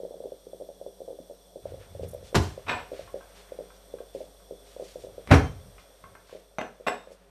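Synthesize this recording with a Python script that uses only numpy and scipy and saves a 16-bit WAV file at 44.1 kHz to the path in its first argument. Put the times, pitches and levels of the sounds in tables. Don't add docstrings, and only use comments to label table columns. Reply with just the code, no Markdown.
import sys
import numpy as np
from scipy import signal
from scipy.fft import rfft, irfft
from scipy.io import wavfile
from scipy.ndimage import uniform_filter1d

SR = 44100
rng = np.random.default_rng(int(sys.argv[2]) if len(sys.argv) > 2 else 0)


def generate_wav(sig):
    pcm = np.round(np.clip(np.atleast_2d(sig).T, -1, 1) * 32767).astype(np.int16)
    wavfile.write(sys.argv[1], SR, pcm)


N = 321930

# start in seconds, then relative levels in dB of hum, hiss, simmer.
STRETCHES = [(0, -64, -61, -63.5), (1.63, -59, -60, -62), (5.79, -64, -61, -64.5)]


def undb(db):
    return 10 ** (np.asarray(db) / 20)


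def unit(x):
    return x / np.sqrt(np.mean(x ** 2))


def top(x, db):
    return x * undb(db) / np.max(np.abs(x))


def add(out, s, x):
    a = max(int(s * SR), 0)
    out[a:a + len(x)] += x[:N - a]


def colour(x, points, tilt_db=0):
    hz = np.maximum(np.fft.rfftfreq(4096, 1 / SR), 20)
    p = np.array(points)
    gain_db = np.interp(np.log(hz), np.log(p[:, 0]), p[:, 1]) + tilt_db * np.log2(hz / 1000)
    cepstrum = irfft(np.log(undb(gain_db)))
    cepstrum[1:2048] *= 2
    cepstrum[2049:] = 0
    impulse_response = irfft(np.exp(rfft(cepstrum)))
    return signal.fftconvolve(x, impulse_response)[:len(x)]


def band(x, hz, width):
    return signal.lfilter(*signal.iirpeak(hz, hz / width, SR), x)


def ring(x, modes, even=False):
    out = 0
    for hz, db, t60 in modes:
        decay = np.log(1000) / (min(t60, .6) * SR)
        pole = np.exp(2j * np.pi * hz / SR - decay)
        mode = signal.lfilter([1], [1, -pole], x).imag
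        out = out + (top(mode, db) if even else undb(db) * mode)
    return out


def walk(rate):
    k = int(SR / rate)
    held = np.repeat(rng.standard_normal(N // k + 1), k)
    return uniform_filter1d(held, k)[:N]


def stroke(t, length):
    return np.exp(-(t / (length * np.where(t < 0, .7, 1.5))) ** 2)


def stretch_gain(column):
    p = np.array(STRETCHES)
    row = np.searchsorted(p[:, 0] * SR, np.arange(N), side="right").clip(1) - 1
    return undb(uniform_filter1d(p[row, column], size=1500))


def coffee_maker():
    # nominal peak time in seconds, relative peak level in dB.
    plops = [(0.003, -31), (0.035, -29), (0.052, -27.5), (0.11, -31.5), (0.143, -30.5), (0.205, -29.5),
             (0.241, -30), (0.258, -28), (0.322, -28), (0.47, -34), (0.534, -30), (0.603, -34.5),
             (0.612, -31), (0.622, -32), (0.691, -32), (0.703, -33.5), (0.815, -31), (0.865, -28.5),
             (1.006, -32), (1.019, -32), (1.08, -32.5), (1.086, -30.5), (1.106, -31.5), (1.112, -37),
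             (1.131, -33.5), (1.19, -33), (1.3, -34.5), (1.312, -33), (1.56, -31), (1.657, -25),
             (1.722, -34), (1.744, -32.5), (1.813, -39), (1.952, -34), (1.997, -28.5), (2.034, -26),
             (2.135, -32.5), (2.149, -29), (2.229, -38), (2.33, -31), (2.579, -29), (2.919, -27.5),
             (2.935, -29), (2.995, -28), (3.144, -24.5), (3.164, -33), (3.522, -28), (3.59, -26.5),
             (3.609, -30.5), (3.941, -26.5), (4.006, -30), (4.151, -26), (4.16, -29), (4.207, -29.5),
             (4.215, -30.5), (4.511, -29), (4.766, -32.5), (4.799, -27), (4.813, -33), (4.826, -28),
             (4.959, -28), (5.04, -34), (5.048, -31.5), (5.071, -32), (5.182, -30.5), (6.329, -33.5),
             (6.351, -37), (6.356, -32), (6.395, -46), (6.801, -40), (6.809, -39), (7.074, -38),
             (7.107, -41), (7.118, -42)]
    # frequency in Hz, excitation level in dB, t60 in seconds.
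    housing = [(185, -5, .22), (270, -15, .18), (410, -11, .18), (480, -19, .12), (565, -15, .15),
               (650, -18, .12), (700, -17, .12)]
    rebounds, rebound_s = 3, .011
    first_loss_db, later_loss_db, scatter_db = -9.5, -5.5, 3
    rise_s, fall_s = .0012, .003
    out, t = np.zeros(N), np.arange(SR // 25) / SR
    shape = (1 - np.exp(-t / rise_s)) ** 2 * np.exp(-t / fall_s)
    peak = t[np.argmax(shape)]
    chance = rng.standard_normal((len(plops), rebounds + 1, 3))
    for (s, db), draws in zip(plops, chance):
        for k, (size, late, strong) in enumerate(draws):
            hz = 518 * (1 + (.12 if k else .05) * size)
            cycles = hz * (t - peak) * (1 + 1.0 * t)
            plop = shape * np.sin(2 * np.pi * cycles + 0.25)
            add(out, s - peak - .0004, top(plop, db))
            s += rebound_s * np.exp(0.2007 * late)
            db += (later_loss_db if k else first_loss_db) + scatter_db * np.clip(strong, -1, 1)
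    out = signal.sosfilt(signal.butter(3, 950, fs=SR, output="sos"), out)
    fizz = band(rng.standard_normal(N) * undb(2.9 * walk(55)), 520, 410)
    simmer = band(band(fizz, 550, 400), 620, 450)
    simmer = unit(simmer + undb(-32.5) * ring(fizz, housing))
    return out + undb(-44.5) * ring(out, housing) + simmer * stretch_gain(column=3)


def blows(rows, crack, modes, wares, modes_db, grit_db, rise_share, dull_db=0):
    out, t = np.zeros(N), np.arange(SR * 3 // 4) / SR
    for s, db, rattle, tilt_db, *wares_db in rows:
        rise = rise_share * rattle
        force = rng.standard_normal(len(t)) * undb(grit_db * walk(700)[:len(t)])
        force *= (1 - np.exp(-t / max(rise, 1e-4))) ** 2 * np.exp(-t / max(rattle, 1e-3))
        force[int(rise * SR)] -= 12 * np.exp(-rise / .001)
        x = top(colour(force, crack, tilt_db), 0)
        x += top(ring(force, modes, even=True), modes_db)
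        for ware, ware_db in zip(wares, wares_db):
            muffled = [(hz, g - dull_db * np.log2(hz / 2500), t60) for hz, g, t60 in ware]
            x += undb(ware_db) * ring(force, muffled, even=True)
        add(out, s, top(x, db))
    return out


def cupboard_door():
    # start in seconds, relative peak level in dB, rattle decay constant in seconds,
    # crack tilt in dB per octave, gain in dB of the shaken glasses.
    opening = [(2.345, -16.5, 0.0064, 0.5, -52), (2.349, -9.5, 0.014, 2, -53),
               (2.364, -11.5, 0.022, -1, -36), (2.405, -32, 0.053, 3.5, -24)]
    shutting = [(5.274, -27.5, 0.0041, 2.5, -52), (5.285, -30.5, 0.036, 0, -53),
                (5.306, -15.5, 0.0062, -1.5, -50), (5.31, 0.5, 0.02, -1, -58), (5.334, -9, 0.025, 0.5, -32),
                (5.42, -25.5, 0.031, -3, -24)]
    # frequency in Hz, relative peak level in dB, t60 in seconds.
    stop_modes = [(75, -6, .25), (91, 0, .25), (145, -8, .18), (221, -5, .1), (470, -11, .08),
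                  (1020, -10, .07)]
    cupboard_modes = [(62, -7, .3), (82, -3, .28), (100, -1, .28), (150, -5, .2), (269, -3, .15),
                      (479, -6, .12), (754, -9, .08), (2300, -16, .05)]
    glass_modes = [(3130, -2, .22), (5450, -3, .05), (5600, -1, .08), (6290, -3, .045)]
    # frequency in Hz, gain in dB.
    stop_crack = [(24, -48), (40, -9), (97, 9), (184, -7.5), (377, -2.5), (483, -15.5), (752, -13),
                  (830, -14.5), (1010, -17.5), (5540, -35.5), (14500, -55.5)]
    cupboard_crack = [(24, -39), (45, -17), (85, 0), (180, -9.5), (480, -13), (900, -16), (2200, -20.5),
                      (2900, -31), (5000, -36.5), (7500, -46), (13000, -52), (14500, -79)]
    out = blows(opening, stop_crack, stop_modes, [glass_modes], modes_db=-6.5, grit_db=1.0, rise_share=.14)
    out += blows(shutting, cupboard_crack, cupboard_modes, [glass_modes],
                 modes_db=-6.5, grit_db=3.0, rise_share=0.084)
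    return out


def crockery():
    # start in seconds, relative peak level in dB, rattle decay constant in seconds,
    # crack tilt in dB per octave, cup gain in dB; on the counter also saucer gain in dB.
    on_shelf = [(2.662, -34, 0.022, 0, -41), (2.678, -23.5, 0.02, 1, -14), (2.692, -16.5, 0.0092, 1.5, -18),
                (2.708, -21.5, 0.023, 0, -16), (2.742, -34.5, 0.019, -4, -13),
                (2.767, -34, 0.035, 1.5, -42)]
    on_counter = [(6.5848, -15.5, 0.0068, -1.6, -54, -27), (6.609, -23.5, 0.0079, -0.57, -35, -28),
                  (6.866, -20.5, 0.0064, -0.15, -40, -53), (6.87, -13, 0.012, 1, -21, -42.5),
                  (6.94, -34, 0.0089, -1.5, -29, -42)]
    # frequency in Hz, relative peak level in dB, t60 in seconds.
    shelf_modes = [(487, -2, 0.1), (583, 3, 0.12), (738, 0.5, 0.14), (1020, 2, 0.062), (1542, -14, 0.22),
                   (1780, -11, 0.18)]
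    counter_modes = [(235, -8.5, .12), (418, 3, 0.09), (650, -6, 0.08), (733, -3, 0.08), (1105, -4, 0.07),
                     (2040, -5.5, .08)]
    cup_modes = [(2440, -2, .12), (2490, -4, .1), (3381, -4, .07), (3666, -5, .35), (5350, -11, .11),
                 (5290, -12, .06), (7741, -6, .085), (7825, -9, .07), (8468, -17, .05), (11250, -14, .04)]
    saucer_modes = [(3661, -2, .4), (5981, -1, .085), (6050, -5, .05)]
    # frequency in Hz, gain in dB.
    shelf_crack = [(35, -39), (60, -13), (293, -20), (596, -1), (1750, -5.5), (1920, -11), (2470, -7.5),
                   (6800, -36.5), (7980, -62), (14500, -66)]
    counter_crack = [(35, -41), (85, -10), (150, -14), (235, -1), (330, -19.5), (480, 4), (1110, -3.5),
                     (2700, -12.5), (3800, -25), (6500, -37.5), (14500, -41)]
    out = blows(on_shelf, shelf_crack, shelf_modes, [cup_modes],
                modes_db=-9, grit_db=2.0, rise_share=.16, dull_db=7)
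    out += blows(on_counter, counter_crack, counter_modes, [cup_modes, saucer_modes],
                 modes_db=-11.5, grit_db=8.0, rise_share=.05)
    return out


def clinks():
    # start in seconds, relative peak level in dB, pitch in Hz.
    contacts = [(3.076, -42, 1080), (3.209, -40, 1320), (3.2287, -51, 1600), (3.4885, -54, 2500),
                (3.65, -55, 1100), (3.703, -46, 1500), (3.9856, -48, 1210), (4.3995, -53, 1390),
                (5.5826, -56, 1150), (5.7817, -42, 2300), (6.0393, -34.5, 1080), (6.152, -37, 1080),
                (6.294, -42.5, 900)]
    # frequency in Hz, level in dB before the weighting by pitch, t60 in seconds.
    china_modes = [(800, -8, .02), (1090, 0, .028), (1340, -2, .028), (1560, -4, .022), (2050, -7, .018),
                   (2420, -8, .018)]
    out, t = np.zeros(N), np.arange(SR // 4) / SR
    for s, db, hz in contacts:
        force = rng.standard_normal(len(t)) * np.exp(-(t / 0.005) ** 2)
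        modes = [(f, g - 11. * abs(np.log2(f / hz)), t60) for f, g, t60 in china_modes]
        tick = ring(force, modes, even=True) + .15 * band(force, 1500, 1600)
        add(out, s, top(tick, db))
    return out


def thuds():
    # centre in seconds, relative level in dB, length scale in seconds.
    rows = [(1.697, -44.5, 0.067), (1.906, -51.5, 0.064), (2.022, -42, 0.081), (2.22, -53, 0.065),
            (2.703, -52, 0.13), (3.05, -59.5, .12), (5.045, -60.5, 0.16), (5.546, -49, 0.11),
            (6.07, -60.5, 0.075)]
    time = np.arange(N) / SR
    rumble = unit(band(band(rng.standard_normal(N), 90.4, 44), 87, 99))
    return rumble * sum(undb(db) * stroke(time - s, length) for s, db, length in rows)


def cupboard_boom():
    start_s, hz, start_db, t60_s = 5.36, 46.3, -44, 2.1
    time = np.arange(N) / SR
    since = np.maximum(time - start_s, 0)
    boom = undb(start_db - 60 * since / t60_s) * np.sin(2 * np.pi * hz * since)
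    return boom * (time < STRETCHES[2][0])


def brushes():
    # centre in seconds, relative level in dB, length scale in seconds, centre frequency in Hz.
    rows = [(1.681, -65.5, 0.037, 1480), (1.819, -59.5, 0.032, 1420), (2.035, -57, 0.015, 2900),
            (2.087, -53.5, 0.009, 10400), (2.112, -56, .008, 10500), (2.141, -57.5, 0.0088, 12000),
            (2.263, -56, 0.031, 3670), (2.973, -55.5, 0.071, 2200), (3.38, -57, 0.041, 2740),
            (3.754, -65.5, 0.021, 4000), (4.169, -61, 0.06, 3400), (4.689, -61.5, 0.064, 3320),
            (4.862, -56.5, 0.077, 3720), (5.021, -59, 0.031, 3950), (5.799, -62, 0.027, 2500),
            (6.316, -61.5, 0.076, 2600), (7.122, -63, 0.022, 5000)]
    out, t = np.zeros(N), np.arange(-SR // 4, SR // 4) / SR
    for s, db, length, hz in rows:
        friction = rng.standard_normal(len(t)) * undb(1.8 * walk(152.4)[:len(t)])
        brush = unit(band(friction, hz, min(2.1 * hz, 6000)))
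        brush = unit(band(brush, hz, min(2.0 * hz, 9000)))
        add(out, s + t[0], undb(db) * brush * stroke(t, length))
    return out


def mains_hum():
    hum_hz, t = 49.2, np.arange(N) / SR
    hum = np.sin(2 * np.pi * hum_hz * t) + undb(-15) * np.sin(4 * np.pi * hum_hz * t)
    return np.sqrt(2) * hum * stretch_gain(column=1)


def broad_hiss():
    # frequency in Hz, gain in dB.
    spectrum = [(35, -46), (60, -14), (140, -26.5), (300, -21), (544, -5.5), (861, -23.5), (2310, -39),
                (4000, -24.5), (7200, -33), (10500, -39.5), (14500, -30.5)]
    # centre in Hz, width in Hz of the first resonance, mean level in dB re the hiss.
    whistles = [(3344, 230, -13.5), (3480, 35, -13), (5675, 440, -11.5), (8670, 960, -8),
                (12100, 1500, -12.5)]
    sinks_from_s, sink_db_per_s = 5.9, -7
    t = np.arange(N) / SR
    noise = unit(colour(rng.standard_normal(N), spectrum))
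    for hz, width, db in whistles:
        whistle = unit(band(band(rng.standard_normal(N), hz, width), hz, 2 * width))
        noise += undb(db + 0.54 * walk(14)) * whistle
    noise *= undb(sink_db_per_s * np.maximum(t - sinks_from_s, 0))
    return noise * stretch_gain(column=2)


def kitchen_air():
    # time in seconds, relative level in dB before the wavering.
    levels = [(0, -74.5), (1.6, -77.5), (1.64, -65), (3.3, -63), (4.5, -71.5), (5.3, -63.5), (6.5, -70.5),
              (7.0, -65), (7.3, -69.5)]
    air = unit(band(rng.standard_normal(N), 1000, 1200)) * undb(2. * walk(4.67))
    return air * undb(np.interp(np.arange(N) / SR, *np.array(levels).T))


def room(x):
    # frequency in Hz, t60 in seconds.
    room_t60 = [(60, 0.39), (300, 0.35), (1000, 0.33), (4000, 0.19), (12000, 0.54)]
    t, p = np.arange(SR * 3 // 4) / SR, np.array(room_t60)
    tail = 0
    for hz in 60 * 2. 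** np.arange(8):
        t60 = np.interp(np.log(hz), np.log(p[:, 0]), p[:, 1])
        tail = tail + band(rng.standard_normal(len(t)), hz, hz) * np.exp(-np.log(1000) * t / t60)
    tail *= 1 - np.exp(-t / 0.0038)
    return signal.fftconvolve(x, tail / np.sqrt(np.sum(tail ** 2)))[:N]


def scene():
    maker, door, china, ticks = coffee_maker(), cupboard_door(), crockery(), clinks()
    wet = room(undb(-13.5) * maker + undb(-9.5) * door + undb(-6.0) * china + undb(-3.5) * ticks)
    movement = thuds() + cupboard_boom() + brushes()
    background = mains_hum() + broad_hiss() + kitchen_air()
    return (maker + door + china + ticks + wet + movement + background)[None]


def record(dry):
    top_hz = 14000
    dry = signal.sosfilt(signal.butter(3, 36, "high", fs=SR, output="sos"), dry)
    dry = 0.96 * np.tanh(dry / 0.85)
    return signal.sosfilt(signal.ellip(8, .2, 70, top_hz, fs=SR, output="sos"), dry)


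dry = scene()
out = record(dry)
generate_wav(out)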